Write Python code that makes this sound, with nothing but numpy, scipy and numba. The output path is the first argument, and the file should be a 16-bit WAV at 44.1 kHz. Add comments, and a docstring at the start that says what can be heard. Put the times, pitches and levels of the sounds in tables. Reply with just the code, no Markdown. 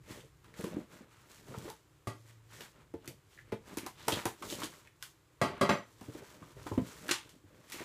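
"""A cardboard box is handled on a desk near a microphone in a small room, for just under 8 seconds.
First hands thump and rub the box and tape cracks lightly; at 2 s scissors knock softly on the desk.
The cracking is strongest near 4 s, and from 5.4 to 5.7 s the scissors knock hard: desk and steel ring.
A heavy thump comes near 6.8 s, then sharp cracks and last rubs. Thumps, cracks and desk knocks are
decaying tones and bursts of clicks with a room tail; rubbing is many tiny slips, over quiet room air."""
import sys
import numpy as np
from scipy import signal
from scipy.fft import rfft, irfft
from scipy.io import wavfile
from scipy.ndimage import uniform_filter1d
from numba import njit

SR = 44100
rng = np.random.default_rng(int(sys.argv[2]) if len(sys.argv) > 2 else 0)


def persist_wave(psi):
    """Save psi, clipped to +-1, as 16-bit WAV."""
    counts = np.round(np.clip(psi, -1, 1) * 32767).astype(np.int16)
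    wavfile.write(sys.argv[1], SR, np.atleast_2d(counts).T)


N = 345744

# tones that the cardboard panels ring at: one column (pitch [Hz])
PANEL_TONES = [95, 135, 180, 215, 255, 295, 340, 400, 450, 510, 590, 700, 860]
# scissors on the desk: (time [s], peak of the ringing desk [dB], peak of the clack [dB],
# steel ring [dB], strength of the rattle [dB], boom of the desk legs [dB])
SCISSOR_KNOCKS = [(2.072, -26, -40, -78, -19, -35.5), (5.415, -15, -32.5, -61, -11.5, -58),
                  (5.452, -27.5, -44, -80, -8, -63), (5.535, -37, -68, -86, -25, -70),
                  (5.611, -15, -31, -72, -4, -72), (5.692, -15.5, -39, -46, -9.5, -44)]


def thumps(soft_db=10, fall_db=10, near_db=-2, attack_s=0.003, t60=0.064, body_t60=0.14):
    """A soft push rings the panel tones near its own pitch and shoves the whole box."""
    # thumps: (time [s], peak of the panels [dB], pitch of the pressed panel [Hz], whole box [dB])
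    thump_table = [(0.104, -42.5, 334, -47), (0.237, -54.5, 443, -65), (0.592, -34, 182, -51),
                   (0.595, -38, 450, -65), (0.638, -30.5, 182, -51), (0.643, -32, 425, -65),
                   (0.668, -33, 332, -53), (0.743, -33, 211, -60), (0.767, -25, 298, -62),
                   (1.007, -41, 232, -70), (1.492, -47.5, 199, -41), (1.514, -45, 415, -59),
                   (1.545, -45, 400, -47), (1.575, -35.5, 170, -37), (1.654, -38, 323, -64),
                   (1.677, -39, 504, -54), (2.606, -45, 420, -66), (2.939, -31.5, 330, -43),
                   (3.076, -38.5, 292, -42), (3.523, -25, 422, -35), (3.539, -42, 446, -47),
                   (3.772, -28.5, 314, -43), (3.831, -36, 273, -61), (3.859, -40, 324, -64),
                   (4.079, -26, 436, -38), (4.123, -27, 315, -34), (4.254, -24.5, 333, -34.5),
                   (4.415, -43, 330, -64), (4.523, -32, 323, -44), (4.632, -33.5, 298, -57),
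                   (6.013, -39.5, 261, -47), (6.082, -38, 289, -37), (6.149, -37.5, 311, -58),
                   (6.219, -44, 404, -52), (6.418, -41, 170, -46.5), (6.566, -48, 407, -43),
                   (6.662, -37, 298, -55), (6.714, -29.5, 330, -31), (6.776, -17, 252, -28.5),
                   (6.792, -31, 186, -43), (6.819, -30, 163, -48), (7.089, -35.5, 324, -56),
                   (7.109, -27.5, 340, -57), (7.361, -50.5, 273, -72), (7.44, -48, 290, -51),
                   (7.742, -39.5, 340, -65), (7.805, -35.5, 336, -67)]
    out = np.zeros(N)
    scatter = 3.87 * rng.standard_normal((len(thump_table), len(PANEL_TONES) + 1))
    rise = np.clip(np.arange(SR // 2) / SR / attack_s, 0, 1) ** 2
    for (s, peak_db, hz, body_db), (detune, *chance) in zip(thump_table, scatter):
        modes = [(hz, 0, t60)]
        for tone_hz in PANEL_TONES:
            # quieter with each octave away from the pitch, and again with each octave above 560 Hz
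            distance_db = fall_db * abs(np.log2(tone_hz / hz))
            softness_db = soft_db * max(np.log2(tone_hz / 560), 0)
            modes.append((tone_hz, near_db - distance_db - softness_db, t60))
        panels = crest(rise * ring(modes, [0, *chance]), peak_db)
        body = ring([(122 + 3 * detune, body_db, body_t60)], [0])
        add(out, s, panels + rise * body)
    return out


def cracks(tock_t60=0.04, snap_t60=0.012, after_t60=0.11, tock_width=1.172, after_width=2.75):
    """A tock of the board and a bright snap, then fibres and glue that go on crackling."""
    # cracks of tape and board: (time [s], peak of the tock [dB], pitch of the tock [Hz],
    # bright snap before the offsets below [dB], crackle after it, relative to tock and snap [dB])
    crack_table = [(0.205, -49, 3060, -59, -11), (0.443, -59, 1130, -66, -5), (0.54, -46.5, 1860, -62, -14),
                   (0.61, -43, 1810, -42, -20), (0.641, -38, 1100, -43.5, -10),
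                   (1.54, -40.5, 1080, -66, -11.5), (1.681, -40, 860, -68, -12),
                   (1.701, -41, 900, -39.5, -30), (2.607, -49, 1480, -52, -1),
                   (2.939, -48.5, 834, -59.5, -9.5), (3.045, -52.5, 1170, -61, -22),
                   (3.058, -60, 3500, -50, -20), (3.077, -43.5, 1970, -37.5, -10.5),
                   (3.376, -47, 1860, -70, -31), (3.387, -43, 1850, -71, -40),
                   (3.521, -39.5, 860, -54, -3.5), (3.771, -39, 890, -39.5, -3.5),
                   (3.785, -40, 2420, -32, -19), (3.864, -34, 936, -37, -10.5),
                   (4.082, -23, 910, -25.5, -9), (4.122, -26, 3240, -41, -11), (4.138, -29, 3650, -36, -24),
                   (4.255, -25, 850, -25.5, -13), (4.424, -35.5, 1130, -48, -9.5),
                   (4.5, -32.5, 3500, -55, -21), (4.524, -36, 3150, -52, -11), (4.619, -35, 1200, -50, -9),
                   (4.634, -30.5, 3380, -55, -7), (4.643, -46, 1630, -35.5, -15.5),
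                   (4.873, -48, 2100, -56, -28), (5.026, -40, 1500, -33.5, -12),
                   (6.011, -47, 855, -52, -12), (6.424, -45, 1138, -62, -16),
                   (6.667, -35, 950, -50.5, -9.5), (6.717, -34.5, 840, -62, -32),
                   (6.778, -34.5, 890, -51, -10.5), (7.082, -42, 1480, -40, -11),
                   (7.091, -29.5, 1450, -40, -4), (7.111, -22.5, 2670, -48, -4),
                   (7.293, -53, 3520, -51, -11.5), (7.7, -58, 2210, -42.5, -26),
                   (7.721, -41.5, 1940, -38.5, -6)]
    out = np.zeros(N)
    for s, tock_db, hz, snap_db, after_db in crack_table:
        tock = band(breaking(), hz / tock_width, hz * tock_width)
        fibres = band(breaking(), hz / after_width, hz * after_width)
        snap = band(breaking(), 1900, 12500)
        start = crest(tock * fade(tock_t60, .25), tock_db)
        start += crest(snap * fade(snap_t60, .25), snap_db + 6)
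        # the snap played backwards gives the bright part of the crackle
        after = undb(tock_db - 0.5) * unit(fibres) + undb(snap_db + 1) * unit(snap[::-1])
        add(out, s, start + undb(after_db) * fade(after_t60, .25) * after)
    return out


def breaking():
    """One sharp break of a fibre, then the grit that follows, for a quarter of a second."""
    clicks = grit(SR // 4, 3.2, .3)
    clicks[0] = undb(11)  # level of the fibre that breaks first [dB]
    return clicks


def knocks(clack_t60=0.13, rattle_t60=0.22):
    """The desk rings under a short blow and the rattle after it; the handles clack, the legs boom."""
    # tones of the desk top: (pitch [Hz], level before each blow's random change [dB])
    desk_table = [(180, -45), (203, 4), (260, -0.5), (320, -2.5), (393, 2.5), (500, -3.5), (592, 6),
                  (642, -15), (700, 4), (870, 1.5), (1095, -8), (1147, 2), (1207, 3), (1265, -19),
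                  (1360, -8.5), (1600, -0.5), (1930, 3), (2075, -7.5), (2200, -6), (2510, -6.5),
                  (2680, -10), (3120, -6.5), (3350, -14.5), (3900, -5), (4500, -4)]
    # boom of the desk legs: (pitch [Hz], level on top of each knock's boom [dB], time to fall 60 dB [s])
    boom_table = [(114, 3, 0.14), (112.5, -17, 4)]
    contact_s = 0.00035  # length of the blow, before a few samples are added
    most_cycles, longest_t60 = 60, .042  # a tone falls 60 dB in so many cycles or seconds, if sooner
    out = np.zeros(N)
    scatter = 1.7 * rng.standard_normal((len(SCISSOR_KNOCKS), len(desk_table)))
    modes = [(hz, db, min(most_cycles / hz, longest_t60)) for hz, db in desk_table]
    for (s, desk_db, clack_db, _, rattle_db, boom_db), chance in zip(SCISSOR_KNOCKS, scatter):
        force = undb(rattle_db) * grit(SR // 2, 0.37, 0.084) * fade(rattle_t60)
        push = np.hanning(int(contact_s * SR) + 3)
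        force[:len(push)] += push / push.sum()  # the blow itself
        desk = signal.fftconvolve(force, ring(modes, chance))[:SR // 2]
        desk = band(desk, 150, 9000)  # the desk rings only between 150 Hz and 9 kHz, with no deep bass
        clack = band(rng.standard_normal(SR // 2), 1800, 10000) * fade(clack_t60)
        boom = ring(boom_table, [boom_db, boom_db])
        add(out, s, crest(desk, desk_db) + crest(clack, clack_db) + boom)
    return out


def blades():
    """The steel of the scissors sings thinly after each knock, as a few high decaying tones."""
    # scissor blades: (pitch [Hz], level on top of each knock's ring [dB], time to fall 60 dB [s])
    steel_table = [(5955, -7, .3), (5975, 0, .33), (5995, -3, .3), (7380, -3, .3), (9491, -8, .2),
                   (9959, -9, .25), (11810, -9, .28), (12810, -12, .14)]
    out = np.zeros(N)
    for s, _, _, steel_db, *_ in SCISSOR_KNOCKS:
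        add(out, s, ring(steel_table, np.full(len(steel_table), steel_db)))
    return out


def rubbing():
    """Palms and blade slip unevenly: panels hum, the board scrapes and its skin hisses."""
    # tone colour of the scrape: (frequency [Hz], level [dB])
    scrape_table = [(500, -20), (900, 2), (1300, 0), (2200, -2.5), (3000, -7.5), (4500, -14)]
    # tone colour of the hiss: (frequency [Hz], level [dB])
    hiss_table = [(1800, -11.5), (3200, 1.5), (5000, 1), (7900, 2), (8400, -2), (12000, -4.5), (15500, -8)]
    hum_gain, scrape_gain, hiss_gain, flap_hz = pressure()
    grip = walk(30)  # scrape and hiss waver together with it

    modes = [(hz, -4.0 * abs(np.log2(hz / 380)), .09) for hz in PANEL_TONES[2:-2]]
    panels = ring(modes, np.zeros(len(modes)))
    slips = grit(N, 1.5, .02) * undb(2.5 * walk(25))
    hum = unit(signal.fftconvolve(slips, panels)[:N]) * hum_gain

    fibres = grit(N, 2.18, .1)
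    flap = unit(resonate(fibres[::-1].copy(), flap_hz, 2.9))  # reversed: different slips from the board's
    board = unit(colour(fibres, scrape_table)) + undb(-3.5) * flap
    scrape = unit(board) * scrape_gain * undb(1.2 * grip + 1.5 * walk(60))

    hiss = unit(colour(grit(N, 2.4, .2), hiss_table)) * hiss_gain * undb(1.8 * grip)
    return hum + scrape + hiss


def pressure():
    """Each stroke swells, holds and eases; the stronger a scrape, the more it sets the flap's tone."""
    # strokes along the board: (start of full pressure [s], time held [s], humming panels [dB],
    # scraping board [dB], hissing surface [dB], tone of the scraped flap [Hz])
    stroke_table = [(0.102, 0.085, -56, -58, -60, 1980), (0.46, 0.087, -67, -68, -75, 1140),
                    (0.589, 0.095, -56, -57, -57.5, 1400), (0.72, 0.076, -49.5, -57, -65, 1010),
                    (0.928, 0.053, -58.5, -60, -64.5, 1480), (1.04, 0.023, -61.5, -67.5, -89, 1400),
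                    (1.12, 0.14, -70, -66.5, -71, 1200), (1.30, 0.093, -68.5, -64, -63, 1730),
                    (1.488, .23, -55, -58.5, -60, 1150), (2.17, 0.036, -73, -76, -71, 1720),
                    (2.28, 0.025, -69.5, -66, -66.5, 2000), (2.539, 0.1, -61.5, -58, -57.5, 1810),
                    (2.77, .05, -62.5, -65.5, -76.5, 900), (3.051, 0.045, -56, -65.5, -72, 3000),
                    (3.31, 0.084, -70.5, -70, -69, 3100), (3.48, 0.049, -68, -69, -80, 2100),
                    (3.678, 0.057, -51.5, -58.5, -62, 1120), (3.81, 0.069, -77, -58.5, -68, 2260),
                    (3.99, .08, -63, -58, -65, 3650), (4.10, 0.023, -47, -54, -50.5, 1000),
                    (4.16, 0.031, -50, -43, -48.5, 1140), (4.27, 0.021, -59, -52.5, -57, 1010),
                    (4.441, 0.062, -51, -59.5, -55, 1100), (4.509, 0.036, -53.5, -53, -45.5, 3500),
                    (4.60, 0.044, -46.5, -48, -50, 1030), (4.74, 0.049, -65.5, -61, -60.5, 1120),
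                    (4.85, 0.013, -70, -66.5, -69, 2000), (5.05, 0.017, -77, -63, -60, 1400),
                    (5.48, 0.11, -52, -52.5, -82, 1140), (5.70, 0.034, -74, -41, -78, 1210),
                    (5.88, 0.12, -71, -74, -71.5, 1090), (6.02, 0.13, -61.5, -63.5, -64.5, 1190),
                    (6.18, 0.12, -59, -59.5, -62, 1500), (6.35, 0.17, -61, -66, -68.5, 1190),
                    (6.589, 0.17, -57, -59, -62, 1110), (6.85, .22, -56.5, -59, -59.5, 1390),
                    (7.149, 0.013, -66, -45.5, -59, 3030), (7.25, 0.075, -64.5, -68, -68.5, 2980),
                    (7.50, 0.16, -63, -69, -75, 1330), (7.732, 0.034, -60, -53.5, -54, 2420),
                    (7.80, 0.02, -53, -47.5, -56, 2020)]
    # hands resting on the box: one row (hum [dB], scrape [dB], hiss [dB])
    resting_table = -80, -91, -88.5
    swell_rate, ease_rate = 288, 203  # dB per second, before and after full pressure
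    t = np.arange(0, N + 128, 128) / SR  # a coarse clock is enough for slow hands
    s, held, *levels_db, hz = np.transpose(stroke_table)[:, :, None]
    before, after = np.clip(s - t, 0, None), np.clip(t - s - held, 0, None)
    shape_db = -swell_rate * before - ease_rate * after
    power = [undb(db + shape_db) ** 2 for db in levels_db]
    gains = [np.sqrt(p.sum(axis=0) + undb(db) ** 2) for p, db in zip(power, resting_table)]
    scrape_power = power[1]
    flap_hz = (scrape_power * hz).sum(axis=0) / scrape_power.sum(axis=0)
    return [np.interp(np.arange(N) / SR, t, curve) for curve in [*gains, flap_hz]]


def shaking():
    """Desk and floor shake as weight shifts: low noise that swells and sinks."""
    # strength of the shaking, joined in time: (time [s], level [dB])
    rumble_table = [(0.0, -58), (0.78, -70.5), (4.11, -64), (5.35, -75), (5.63, -58), (5.81, -71),
                    (6.44, -75), (6.6, -55), (7.84, -77)]
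    # tone colour of the shaking: (frequency [Hz], level [dB])
    shake_table = [(30, -3), (60, -3.5), (85, -10.5), (110, -1), (150, -5.5), (200, -25)]
    s, db = np.transpose(rumble_table)
    level_db = np.interp(np.arange(N) / SR, s, db)
    return unit(colour(rng.standard_normal(N), shake_table)) * undb(level_db + 1.2 * walk(9.5))


def room(x):
    """A dense tail starts after the nearest wall answers; bass and treble fade at their own pace."""
    bass_t60, tail_db, gap_s = 0.18, -6.5, .006
    noise = rng.standard_normal((2, SR // 2))
    bass = band(noise[0], 58, 3100) * fade(bass_t60)
    treble = band(noise[1], 2370, 24000) * fade(1.19 * bass_t60)
    tail = bass + treble
    tail = tail / np.sqrt(np.sum(tail ** 2))
    tail = np.concatenate([np.zeros(int(gap_s * SR)), tail])
    return undb(tail_db) * signal.fftconvolve(x, tail)[:N]


def air():
    """Quiet house rumble and microphone hiss: shaped noise, wavering a little around -68 dB."""
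    # tone colour of the background: (frequency [Hz], level [dB])
    air_table = [(15, -25), (25, -15), (64, 2.5), (122, 3), (240, -18), (305, 0), (666, -15.5), (1050, -11),
                 (5730, -24), (7700, -21), (8350, -25), (14300, -28.5), (15500, -32)]
    return unit(colour(rng.standard_normal(N), air_table)) * undb(-68 + 1.2 * walk(7.0))


def undb(db):
    """Turn decibels into a gain."""
    return 10 ** (np.asarray(db) / 20)


def unit(x):
    """Scale to an average strength (rms) of 1."""
    return x / np.sqrt(np.mean(x ** 2))


def crest(x, db):
    """Scale so that the highest peak has the given level."""
    return x * undb(db) / np.max(np.abs(x))


def fade(t60, seconds=.5):
    """A smooth decay that falls 60 dB in t60 seconds (5 ms at the shortest)."""
    return np.exp(-np.log(1000) * np.arange(int(seconds * SR)) / SR / max(t60, .005))


def colour(x, points):
    """Shape the spectrum by (Hz, dB) points joined on a log axis, at -90 dB outside them."""
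    hz, db = np.transpose(points)
    log_hz = np.log(np.arange(1, len(x) // 2 + 2) * SR / len(x))
    gain = undb(np.interp(log_hz, np.log(hz), db, -90, -90))
    return irfft(rfft(x) * gain, len(x))


def band(x, lo_hz, hi_hz):
    """Keep the sound between two frequencies."""
    edges = [lo_hz, min(hi_hz, .45 * SR)]
    return signal.sosfilt(signal.butter(2, edges, "bandpass", fs=SR, output="sos"), x)


def ring(modes, changes_db):
    """Half a second of decaying tones (Hz, dB, t60 in s), each with a level change in dB."""
    t = np.arange(SR // 2) / SR
    return sum(undb(db + change) * fade(t60) * np.sin(2 * np.pi * hz * t)
               for (hz, db, t60), change in zip(modes, changes_db))


def add(out, s, x):
    """Mix a sound in at time s."""
    i = int(s * SR)
    out[i:i + len(x)] += x[:len(out) - i]


def grit(size, spread_db, share):
    """Tiny slips: a share of the samples carries a click, a few far louder than the rest."""
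    chance = rng.random((size, 2))
    clicks = chance[:, 0] < share
    loudness = np.minimum(-np.log(1 - chance[:, 1]), 6)  # capped, in spreads above the weakest slip
    return clicks * undb(spread_db * loudness) * rng.standard_normal(size)


def walk(rate):
    """Random levels, about rate of them per second, joined by straight slides."""
    k = int(SR / rate)
    return uniform_filter1d(np.repeat(rng.standard_normal(N // k + 1), k), k)[:N]


@njit
def resonate(x, hz, sharpness):
    """Band-pass whose centre moves, with gain 1 at the centre."""
    y, b, l, k = np.empty(len(x)), 0., 0., 1 / sharpness  # b and l: the filter's memory
    for i in range(len(x)):
        g = np.tan(np.pi * hz[i] / SR)
        v = (b + g * (x[i] - l)) / (1 + g * (g + k))
        b, l, y[i] = 2 * v - b, l + 2 * g * v, k * v
    return y


def scene():
    """Thumps, cracks and desk knocks with their room tail, over steel, rubbing, shaking and air."""
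    blows = thumps() + cracks() + knocks()
    return (blows + room(blows) + blades() + rubbing() + shaking() + air())[None]


def record(dry):
    """The small microphone weakens the deepest bass; the recorder cuts the top above 15.4 kHz."""
    thin = signal.sosfilt(signal.butter(2, 55, "highpass", fs=SR, output="sos"), dry)
    return signal.sosfilt(signal.ellip(10, .2, 60, 15400, fs=SR, output="sos"), thin)


dry = scene()
out = record(dry)
persist_wave(out)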